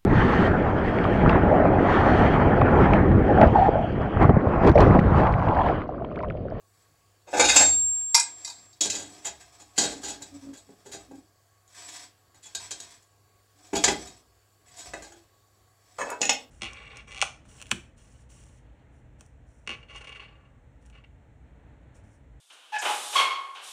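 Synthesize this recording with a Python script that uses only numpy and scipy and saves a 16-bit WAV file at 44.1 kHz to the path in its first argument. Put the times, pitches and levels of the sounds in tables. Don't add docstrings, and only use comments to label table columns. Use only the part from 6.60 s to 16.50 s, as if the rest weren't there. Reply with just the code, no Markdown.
import sys
import numpy as np
from scipy import signal
from scipy.fft import rfft, irfft, next_fast_len
from scipy.io import wavfile
from scipy.ndimage import uniform_filter1d

SR = 44100
rng = np.random.default_rng(int(sys.argv[2]) if len(sys.argv) > 2 else 0)


def dump_mix(stems):
    frames = np.atleast_2d(stems).T
    limited = np.clip(frames, -1, 1)
    pcm = np.round(limited * 32767).astype(np.int16)
    wavfile.write(sys.argv[1], SR, pcm)


N = 436590


def pulled_tray():
    # start_s, level_db (3.5-8.5 kHz, before a fixed cut), low_db and mid_db (bands against that),
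    # rattle_s (time to fall 60 dB), rise_s
    pull_blows = [(0.664, -45, 5, -1.5, .36, .016), (0.7302, -29, 12, 6, .21, 0.00037),
                  (0.7594, -22, -3, -5, .2, 0.017), (0.7914, -5.5, -6.5, -5, .13, 0.0041),
                  (0.8344, -9.5, -17, -10.5, .17, 0.011), (0.8844, -6, -27.5, -8.5, .11, 0.0047),
                  (0.9573, -2.5, -17.5, -11.5, .094, 0.00057), (0.9995, -11.5, -11.5, -6.5, .082, 0.0052),
                  (1.0394, -19.5, -29, -20, .22, .01)]
    # pitch_hz, width_hz, level_db (relative)
    pull_modes = [(357, 28, -3.5), (676, 220, -6), (1586, 41, -9.5), (1860, 28, -12), (2097, 31, -4),
                  (2455, 68, -4.5), (2590, 110, -9), (2810, 87, -10), (3430, 74, -10.5), (3746, 46, 1.5),
                  (4330, 30, -3.5), (4630, 49, -8), (5140, 40, -9.5), (6030, 110, -8.5), (6270, 12, -2),
                  (6456, 55, -2), (6910, 44, 4), (7240, 16, 4), (8350, 68, -3.5), (8660, 45, -1.5),
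                  (9270, 39, -9.5), (10100, 130, -2.5), (11200, 39, -14), (11550, 100, -21),
                  (13300, 29, -19.5)]
    return blows(pull_blows, pull_modes, top_db=-23, top_slope=0.44, ring_db=1.55, spot_db=1.7)


def tray_knocks():
    # start_s, level_db (3.5-8.5 kHz, before a fixed cut), low_db and mid_db (bands against that)
    knocks = [(1.5454, 0.5, -29.5, -13.5), (1.5744, -15, -17, -4), (1.5964, -7.5, -45, -56),
              (1.8472, -19.5, -39, -18), (1.8744, -26, -18, -15), (1.8982, -27, -34, -21),
              (1.9834, -43, -5, -15), (2.1296, -45, -28, -34)]
    # pitch_hz, width_hz, level_db (relative)
    tray_modes = [(943, 60, -0.5), (1638, 35, -3), (2068, 47, -6), (2415, 29, -13.5), (2466, 28, -6),
                  (3360, 39, -26.5), (3850, 70, -12.5), (4160, 44, -19.5), (4657, 260, -16.5),
                  (5400, 330, -17), (5720, 120, -9), (6240, 29, -18), (7030, 93, -8.5), (6700, 9.6, -17.5),
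                  (6940, 35, -16.5), (7500, 41.1, -14), (7880, 49.8, -10), (8320, 24, -14), (8040, 20, -5),
                  (9820, 49, -9.5), (10490, 14, -15.5), (11600, 330, -20.5), (14400, 26.7, -16.5),
                  (14300, 110, -38.5)]
    landed = alike(knocks, rattle_s=0.041, rise_s=0.00044)
    return blows(landed, tray_modes, top_db=-17.5, top_slope=0.25, ring_db=8.5, spot_db=5)


def rack_blows():
    # start_s, level_db (3.5-8.5 kHz, before a fixed cut), low_db and mid_db (bands against that),
    # rattle_s (time to fall 60 dB), rise_s
    rack_hits = [(2.2077, -8, -20.5, -24, 0.13, 0.0015), (2.2494, -19, -6.5, -13.5, 0.099, 0.0047),
                 (2.2997, -13, -40, -16, 0.18, 0.00051), (2.3287, -24.5, -9, -12, 0.33, 0.00064),
                 (2.5205, -50.5, 10, -30, .06, 0.00058), (2.5651, -59, 15, -24, 0.048, 0.00043),
                 (2.6467, -18.5, -15, -11.5, 0.12, 0.002), (2.805, -42.5, -23, -4, 0.049, 0.0094),
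                 (2.994, -39.5, -7, -11, 0.1, 0.0081), (3.158, -31.5, -32, -7, 0.078, .012),
                 (3.1792, -6, -13.5, -17, 0.13, 0.00047), (3.2098, -17, -6.5, -12, 0.36, 0.0046),
                 (3.43, -23.5, -11, -12, 0.15, 0.039), (3.6018, -45.5, 5.5, -2, 0.071, .0065),
                 (3.6207, -28, -12, -16, .044, .0006), (3.93, -40.5, -5, -4, 0.12, 0.0073),
                 (3.9699, -40, -24, -29, 0.055, 0.00061), (4.089, -59.5, 22.5, 0, 0.034, 0.005),
                 (4.25, -40, 5, -10, 0.16, 0.017), (4.3151, -30.5, -15, -9.5, 0.2, 0.0012),
                 (4.3389, -34.5, 6.5, -11, 0.054, 0.0042), (4.5114, -50.5, 21, -1, .054, .0006),
                 (4.554, -53, -10, -10, 0.045, .002), (5.0779, -48, -32, -14, 0.0075, .0002),
                 (5.2879, -35.5, -30, -22, 0.15, .0008), (5.7453, -49, -7, -2, 0.059, .0004),
                 (5.8217, -39.5, -26, -10.5, 0.15, .014), (5.8531, -35.5, -15, -10, 0.072, .009),
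                 (5.9494, -18.5, -21, -16.5, 0.033, 0.00031), (6.108, -21.5, -18.5, -16.5, 0.067, 0.0009),
                 (6.2018, -26, -17, -18, 0.032, 0.00055), (6.4213, -51.5, -27, -16, 0.061, .004),
                 (7.0601, -45, -12, -9.5, 0.046, .007), (7.131, -28, 11.5, 0.5, 0.057, 0.0035),
                 (7.1515, -17, 0.5, -10, 0.069, 0.0034), (7.239, -3.5, -17.5, -9, 0.061, 0.00061),
                 (7.2781, -13.5, -2.5, -5, 0.037, 0.0056), (7.4714, -34.5, -44, -10, .073, .0012),
                 (8.0734, -49, -38, -1, 0.11, .008), (8.16, -33, -26, -17, 0.27, 0.015),
                 (8.336, -32, 4, 10, 0.019, 0.0011), (8.4218, -35, -7, -6.5, 0.12, 0.00066),
                 (8.5195, -42, -5, -2, 0.067, 0.00071)]
    # pitch_hz, width_hz, level_db (relative)
    rack_modes = [(334, 200, -1), (588, 7.7, 8), (970, 17, -13), (1300, 16, -3), (1620, 54, 9.5),
                  (2172, 48, -7), (2442, 420, -2.5), (3374, 33, 6), (3787, 99, 0.5), (4320, 13, -19),
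                  (4166, 71, -0.5), (4820, 83, 3.5), (5070, 98, -3.5), (6240, 51, -31), (6240, 11, -19),
                  (6380, 8.3, -33), (6940, 15.7, -9), (6697, 114, 3.5), (6820, 89, 4.5), (7310, 480, 8),
                  (7130, 41, -22.5), (8186, 44, 8.5), (8000, 18, -9), (7990, 8.6, 14.5), (9600, 110, -19),
                  (8480, 42, -28), (10100, 26, -40), (9400, 26, -33), (10540, 130, -2.5), (11740, 55, 1)]
    return blows(rack_hits, rack_modes, top_db=-24.5, top_slope=-0.29, ring_db=-1.5, spot_db=3)


def worktop_knocks():
    # start_s, level_db (3.5-8.5 kHz, before a fixed cut), low_db and mid_db (bands against that)
    knocks = [(9.3834, -32.5, 5.4, -1), (9.4055, -28.5, 10, 9), (9.424, -37, 11, -2),
              (9.4678, -45, 26.5, 11), (9.49, -52, 18, 25), (9.5145, -40.5, 13, 14),
              (9.6073, -29, 13.2, -7)]
    # pitch_hz, width_hz, level_db (relative)
    worktop_modes = [(515, 69, 4.5), (984, 156, 4), (1544, 12, -3), (1730, 44, -6.5), (2000, 110, -41),
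                     (2610, 35, -4), (3100, 44, -21), (6630, 67, -2), (7350, 71, -9), (8200, 160, -8),
                     (8380, 25, -9), (10900, 46, -12)]
    landed = alike(knocks, rattle_s=0.055, rise_s=0.0021)
    return blows(landed, worktop_modes, top_db=-12.5, top_slope=0.16, ring_db=7.5, spot_db=2.7)


def dish_clinks():
    # start_s, level_db (3.5-8.5 kHz, before a fixed cut), low_db and mid_db (bands against that)
    clinks = [(9.5023, -27, -21, -15), (9.616, -9, -11, -20), (9.6294, -19.5, -21, 4.5),
              (9.654, -13.5, -7.5, -22), (9.6939, -8, -17.5, -3.5), (9.6974, -8.5, -14, -22),
              (9.7064, -28, -15, -13), (9.7314, -30, -17, -20)]
    # pitch_hz, width_hz, level_db (relative)
    dish_modes = [(259, 20, -6), (465, 64, -5), (785, 83, -5.5), (1820, 28, -11), (2180, 130, -28),
                  (2530, 28, -9), (2840, 180, -13.5), (3545, 22, -8.5), (4110, 11, -16), (5380, 34, -12),
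                  (5740, 31, -45), (6300, 130, -18), (6860, 62, 2.5), (6440, 26, -23), (7660, 52, -9),
                  (7870, 62, -12), (8140, 30, -13), (9960, 13, -11.5), (10800, 54, -36), (13300, 35, -34)]
    landed = alike(clinks, rattle_s=0.008, rise_s=0.0003)
    return blows(landed, dish_modes, top_db=-51, top_slope=-1.85, ring_db=4, spot_db=1.1)


def sliding():
    # time_s, level_db (before the mix below)
    passages = [
        [(0.08, -79), (0.2, -70.5), (0.4, -78)],
        [(0.66, -64.5), (0.78, -36), (0.91, -34), (0.99, -22.5), (1.11, -52), (1.4, -58.5), (1.73, -54.5),
         (2.0, -62), (2.2, -65.5)],
        [(2.2, -69), (2.38, -61), (2.59, -54.5), (3.15, -65.5), (3.24, -45), (3.42, -49.5), (3.58, -57.5),
         (3.84, -59), (4.06, -67), (4.44, -60.5), (4.7, -77)],
        [(5.08, -63), (5.178, -50), (5.266, -51), (5.34, -44), (5.46, -51), (5.55, -100)],
        [(5.75, -66), (5.9, -64), (6.034, -44), (6.092, -56), (6.214, -56), (6.366, -56), (6.45, -86.5)],
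        [(6.95, -70.5), (7.164, -56.5), (7.304, -33.5), (7.374, -48.5), (7.522, -59), (7.62, -65.5)],
        [(8.05, -66.5), (8.132, -56), (8.26, -45), (8.342, -55.5), (8.43, -54.5), (8.572, -63), (8.65, -71)],
        [(9.2, -71.5), (9.438, -60), (9.49, -47), (9.558, -67), (9.62, -56), (9.85, -58.5)],
    ]
    # pitch_hz, width_hz, level_db (relative)
    wire_modes = [(1560, 40, -9), (2000, 23, -10.5), (2454, 31, -18.5), (2880, 29, -11.5),
                  (3270, 140, -9.5), (3620, 370, -4.5), (4300, 48, -9), (4560, 74, -6.5), (5400, 260, -6.5),
                  (6290, 48, -13), (6000, 28, -7.5), (6560, 100, -8.5), (7750, 36, 5.5), (7960, 110, -11),
                  (9450, 76, -16.5)]
    # pitch_hz, width_hz, level_db (relative)
    board_modes = [(316, 81, -5.5), (718, 55, 2.5), (1250, 57, -5.5)]
    # pitch_hz, level_db (relative)
    hiss_colour = [(590, -48.5), (1000, 1.5), (1350, -15), (1850, -1.5), (2980, -8), (3300, -6.5),
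                   (4900, -8), (7350, -2), (16000, -30.5)]
    board_share_db = [-14, -3, -1.5, -9, -10.5, -2, -3.5, -2]
    slips = rng.standard_normal((2, N)) * chatter(N, per_s=130.0, bump_db=-4.3)
    wires = evened(filtered(slips[0], peaks(wire_modes)))
    hiss = evened(filtered(slips[0], lambda hz: amp(read(hiss_colour, hz))))
    board = evened(filtered(slips[1], peaks(board_modes)))
    effort = np.array([played(rows) for rows in passages])
    on_wires = effort.sum(0) * (amp(-5.0) * wires + amp(-4) * hiss)
    on_board = amp(board_share_db) @ effort * amp(-5.5) * board
    return on_wires + on_board


def ring():
    # start_s, level_db (before the waver), loss_db_per_s
    contacts = [(0.88, -25.5, 198), (0.96, -14.5, 32), (1.55, -38, 38.5)]
    pitch_hz, stop_s, smoothing_s = 7454, 2.15, 0.0052
    waver_db, waver_per_s = 0.5, 3
    t, level = np.arange(N) / SR, np.zeros(N)
    for start_s, db, loss_db in contacts:
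        level = np.where(t >= start_s, amp(db - loss_db * np.abs(t - start_s)), level)
    level = uniform_filter1d(level * (t < stop_s), round(smoothing_s * SR))
    waver = amp(waver_db * np.cos(2 * np.pi * waver_per_s * (t - contacts[1][0])))
    return level * waver * np.sqrt(2) * np.sin(2 * np.pi * pitch_hz * t)


def board_hum():
    # start_s, length_s, level_db (mid-swell, before flutter), pitch_hz (mid-swell)
    hums = [(2.27, 0.29, -52, 284.5), (3.2, 0.15, -43.5, 282.4), (3.33, 0.1, -46.5, 281),
            (3.46, 0.24, -56, 284), (3.71, .1, -45.5, 284), (3.81, 0.15, -40, 277), (4.07, 0.082, -57, 276),
            (4.48, 0.14, -47.5, 273.4), (6.93, 0.18, -69, 293), (8.47, 0.18, -58.5, 343)]
    sag_hz, roughness, second_db = 9, 0.33, -19.0
    out = np.zeros(N)
    for start_s, length_s, db, hz in hums:
        size = round(length_s * SR)
        arch = np.sin(np.pi * np.arange(size) / (length_s * SR))
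        flutter = 1 + roughness * evened(uniform_filter1d(rng.standard_normal(size), size=500))
        phase = 2 * np.pi * np.cumsum(hz - sag_hz * (1 - arch)) / SR
        wave = np.sin(phase) + amp(second_db) * np.sin(2 * phase)
        out[round(start_s * SR):][:size] += amp(db) * arch * flutter * np.sqrt(2) * wave
    return out


def shudder():
    # start_s, level_db (before rise, fade and mix), boom_hz (pitch of the booming panel)
    shudders = [(0.6, -71.5, 61.4), (0.73, -52, 60.5), (0.811, -39, 58.3), (0.97, -38, 74),
                (2.248, -51, 97), (2.64, -56.5, 70.5), (2.98, -70, 60.4), (3.19, -51.5, 61),
                (3.42, -55, 58.4), (3.68, -54, 93), (3.86, -63, 59.3), (4.3, -56, 58.4), (5.952, -56, 97.6),
                (6.18, -64, 101.8), (7.129, -41.5, 62.3), (7.24, -45, 60.3), (8.24, -51.5, 56),
                (8.35, -64.5, 56), (8.52, -67, 57.2), (9.59, -58, 66)]
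    # pitch_hz, level_db (relative)
    rumble_colour = [(15, -40.5), (25, -26.5), (40, -11), (59, -3.5), (77, 0), (107, -5), (145, -6.5),
                     (167, -12), (220, -8.5), (290, -43.5), (480, -120)]
    rise_s, rumble_t60_s, boom_t60_s = 0.04, 0.9, 1
    t, power, boom = np.arange(N) / SR, np.zeros(N), np.zeros(N)
    for start_s, db, boom_hz in shudders:
        since = np.maximum(t - start_s, 0)
        start = (1 - np.exp(-since / rise_s)) * amp(db)
        power += (start * amp(-60 * since / rumble_t60_s)) ** 2
        boom += start * amp(2 - 60 * since / boom_t60_s) * np.sin(2 * np.pi * boom_hz * since)
    rumble = evened(filtered(rng.standard_normal(N), lambda hz: amp(read(rumble_colour, hz))))
    return amp(-1.5) * np.sqrt(power) * rumble + boom


def kitchen(x):
    # pitch_hz, t60_s (time to fall 60 dB)
    decay = [(150, 0.56), (1000, 0.25), (4000, 0.26), (12000, 0.083)]
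    taps = np.zeros(SR // 2)
    at = np.arange(120, SR // 2 - 20, 20)
    taps[at + rng.integers(0, 20, len(at))] = rng.choice([-1., 1.], len(at))
    hz, t, z = signal.stft(taps, SR, nperseg=256)
    fade = amp(-60 * t / read(decay, hz)[:, None])
    tail = signal.istft(z * fade, SR, nperseg=256)[1]
    return signal.oaconvolve(x, tail / np.linalg.norm(tail))[:N]


def air():
    # pitch_hz, level_db (relative)
    hiss_colour = [(15, -51), (25, -21), (70, -17), (102, 0), (157, -25), (416, -14.5), (659, -22.5),
                   (754, -24.5), (988, -26), (1070, -18.5), (1440, -24), (1610, -23.5), (2480, -28),
                   (7510, -29), (16000, -33.5)]
    # pitch_hz, width_hz, level_db (relative)
    motor_tones = [(710, 93, -5), (1120, 6, 6), (1626, 19, -5), (4520, 71, -7.5), (5390, 28, -13),
                   (7070, 150, -9.5), (7800, 34, -6.5)]
    hiss_db, motor_db, patches_db = -67, -71.5, 1.8
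    mains_hz, mains_db = 100.6, -67
    frames, hz = N // 256 + 5, np.fft.rfftfreq(1024, 1 / SR)
    a, b, patches = rng.standard_normal((frames, 513, 3)).T
    patches = uniform_filter1d(patches, 14, 0)
    patches = evened(uniform_filter1d(patches, 30, 1))
    z = (a + 1j * b) * amp(read(hiss_colour, hz)[:, None] + patches_db * patches)
    hiss = evened(signal.istft(z, nperseg=1024, noverlap=768)[1][:N])
    mains = amp(mains_db) * np.sin(2 * np.pi * mains_hz * np.arange(N) / SR)
    motor = evened(filtered(rng.standard_normal(N), peaks(motor_tones)))
    return mains + amp(hiss_db) * hiss + amp(motor_db) * motor


def blows(table, modes, top_db, top_slope, ring_db, spot_db):
    edges_hz = [150, 1200, 3500, 8500, 14000]
    tilt_hz = [420, 2050, 3900, 6300, 10900]
    size, lead = 32768, 88
    tick_s = 0.003
    out, t, hz = np.zeros(N + size), np.arange(size) / SR, np.fft.rfftfreq(size, 1 / SR)
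    f, width, mode_db = np.transpose(modes)
    signs = (-1) ** np.arange(len(f))
    ringing = poles(hz, f, np.maximum(width, 12))
    body = thicket(hz, count=160)
    band = np.digitize(hz, edges_hz[1:-1])
    is_main = np.digitize(np.fft.rfftfreq(4096, 1 / SR), edges_hz) == 3
    for start_s, db, low_db, mid_db, rattle_s, rise_s in table:
        contact = chatter(size, per_s=110.0, bump_db=2.)
        contact += 0.76 * np.exp(-t / 0.01)
        drive = rng.standard_normal(size) * contact * amp(-60 * t / rattle_s)
        drive *= 1 - np.exp(-t / rise_s)
        drive[0] = tick_s / rise_s
        spot = amp(mode_db + spot_db * rng.standard_normal(len(f)))
        rings = (spot * signs) @ ringing
        response = body / np.linalg.norm(body) + amp(ring_db) * rings / np.linalg.norm(rings)
        strength_db = 10 * np.log10(np.bincount(band, abs(response) ** 2))
        tilt_db = [low_db, mid_db, 0, top_db + top_slope * db] - strength_db
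        tilt_db = np.insert(tilt_db, 2, tilt_db[2])
        response *= amp(read(np.transpose([tilt_hz, tilt_db]), hz))
        sound = np.roll(irfft(rfft(drive) * response), lead)[:size // 2]
        sound[:lead] *= np.hanning(2 * lead)[:lead]
        main = irfft(rfft(sound[:4096]) * is_main)
        loudest = np.sqrt(uniform_filter1d(main ** 2, size=200).max())
        out[round(start_s * SR) - lead:][:size // 2] += sound * amp(db) / (3.51 * loudest)
    return out[:N]


def alike(table, rattle_s, rise_s):
    return [(*row, rattle_s, rise_s) for row in table]


def thicket(hz, count):
    # pitch_hz, level_db (relative)
    body_colour = [(59, -32), (100, -14.5), (200, -11), (320, -6), (470, -5), (700, 0.5), (1100, -13),
                   (1580, -13.5), (3540, -19), (3860, -18), (5900, -17.5), (6560, -5.5), (16000, -46.5)]
    place, size = rng.random(count), rng.standard_normal(count)
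    thin = size @ poles(hz, 250 + 14000 * place, np.full(count, 41.0))
    return amp(read(body_colour, hz)) * (1 + thin / np.sqrt(np.mean(abs(thin) ** 2)))


def chatter(size, per_s, bump_db):
    bumps = amp(bump_db * np.minimum(rng.exponential(1, size), 3)) * (rng.random(size) < per_s / SR)
    return .5 + signal.lfilter([1], [1, -np.exp(-1 / (0.0096 * SR))], bumps)


def poles(hz, centre_hz, width_hz):
    half = np.asarray(width_hz)[:, None] / 2
    return half / (half + 1j * (hz - np.asarray(centre_hz)[:, None]))


def peaks(table):
    f, width, db = np.transpose(table)
    return lambda hz: (amp(db) * (-1) ** np.arange(len(f))) @ poles(hz, f, width)


def filtered(x, gain):
    size = next_fast_len(len(x))
    return irfft(rfft(x, size) * gain(np.fft.rfftfreq(size, 1 / SR)), size)[:len(x)]


def read(points, hz):
    f, value = np.transpose(points)
    return np.interp(np.log(hz + 1), np.log(f + 1), value)


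def played(rows):
    out, (s, db) = np.zeros(N), np.transpose(rows)
    at = np.arange(round(s[0] * SR), min(round(s[-1] * SR), N))
    soft_ends = signal.windows.tukey(len(at), min(1, 1300 / len(at)))
    out[at] = amp(np.interp(at / SR, s, db)) * soft_ends
    return out


def amp(db):
    return 10 ** (np.asarray(db) / 20)


def evened(x):
    return x / np.sqrt(np.mean(x ** 2) + 1e-20)


def scene():
    metal = pulled_tray() + rack_blows() + tray_knocks()
    near = metal + worktop_knocks() + dish_clinks() + sliding()
    tones = ring() + board_hum()
    return (near + amp(-3.5) * kitchen(near) + tones + shudder() + air())[None]


def record(dry):
    knee, headroom, edge_hz = 0.65, 0.25, 15900
    thin = signal.sosfilt(signal.butter(2, 33, "high", fs=SR, output="sos"), dry)
    over = np.maximum(np.abs(thin) - knee, 0)
    soft = thin - np.sign(thin) * (over - headroom * np.tanh(over / headroom))
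    band_limit = signal.firwin(511, edge_hz, window=("kaiser", 9), fs=SR)
    return signal.oaconvolve(soft, band_limit[None], "same")


dry = scene()
out = record(dry)
dump_mix(out)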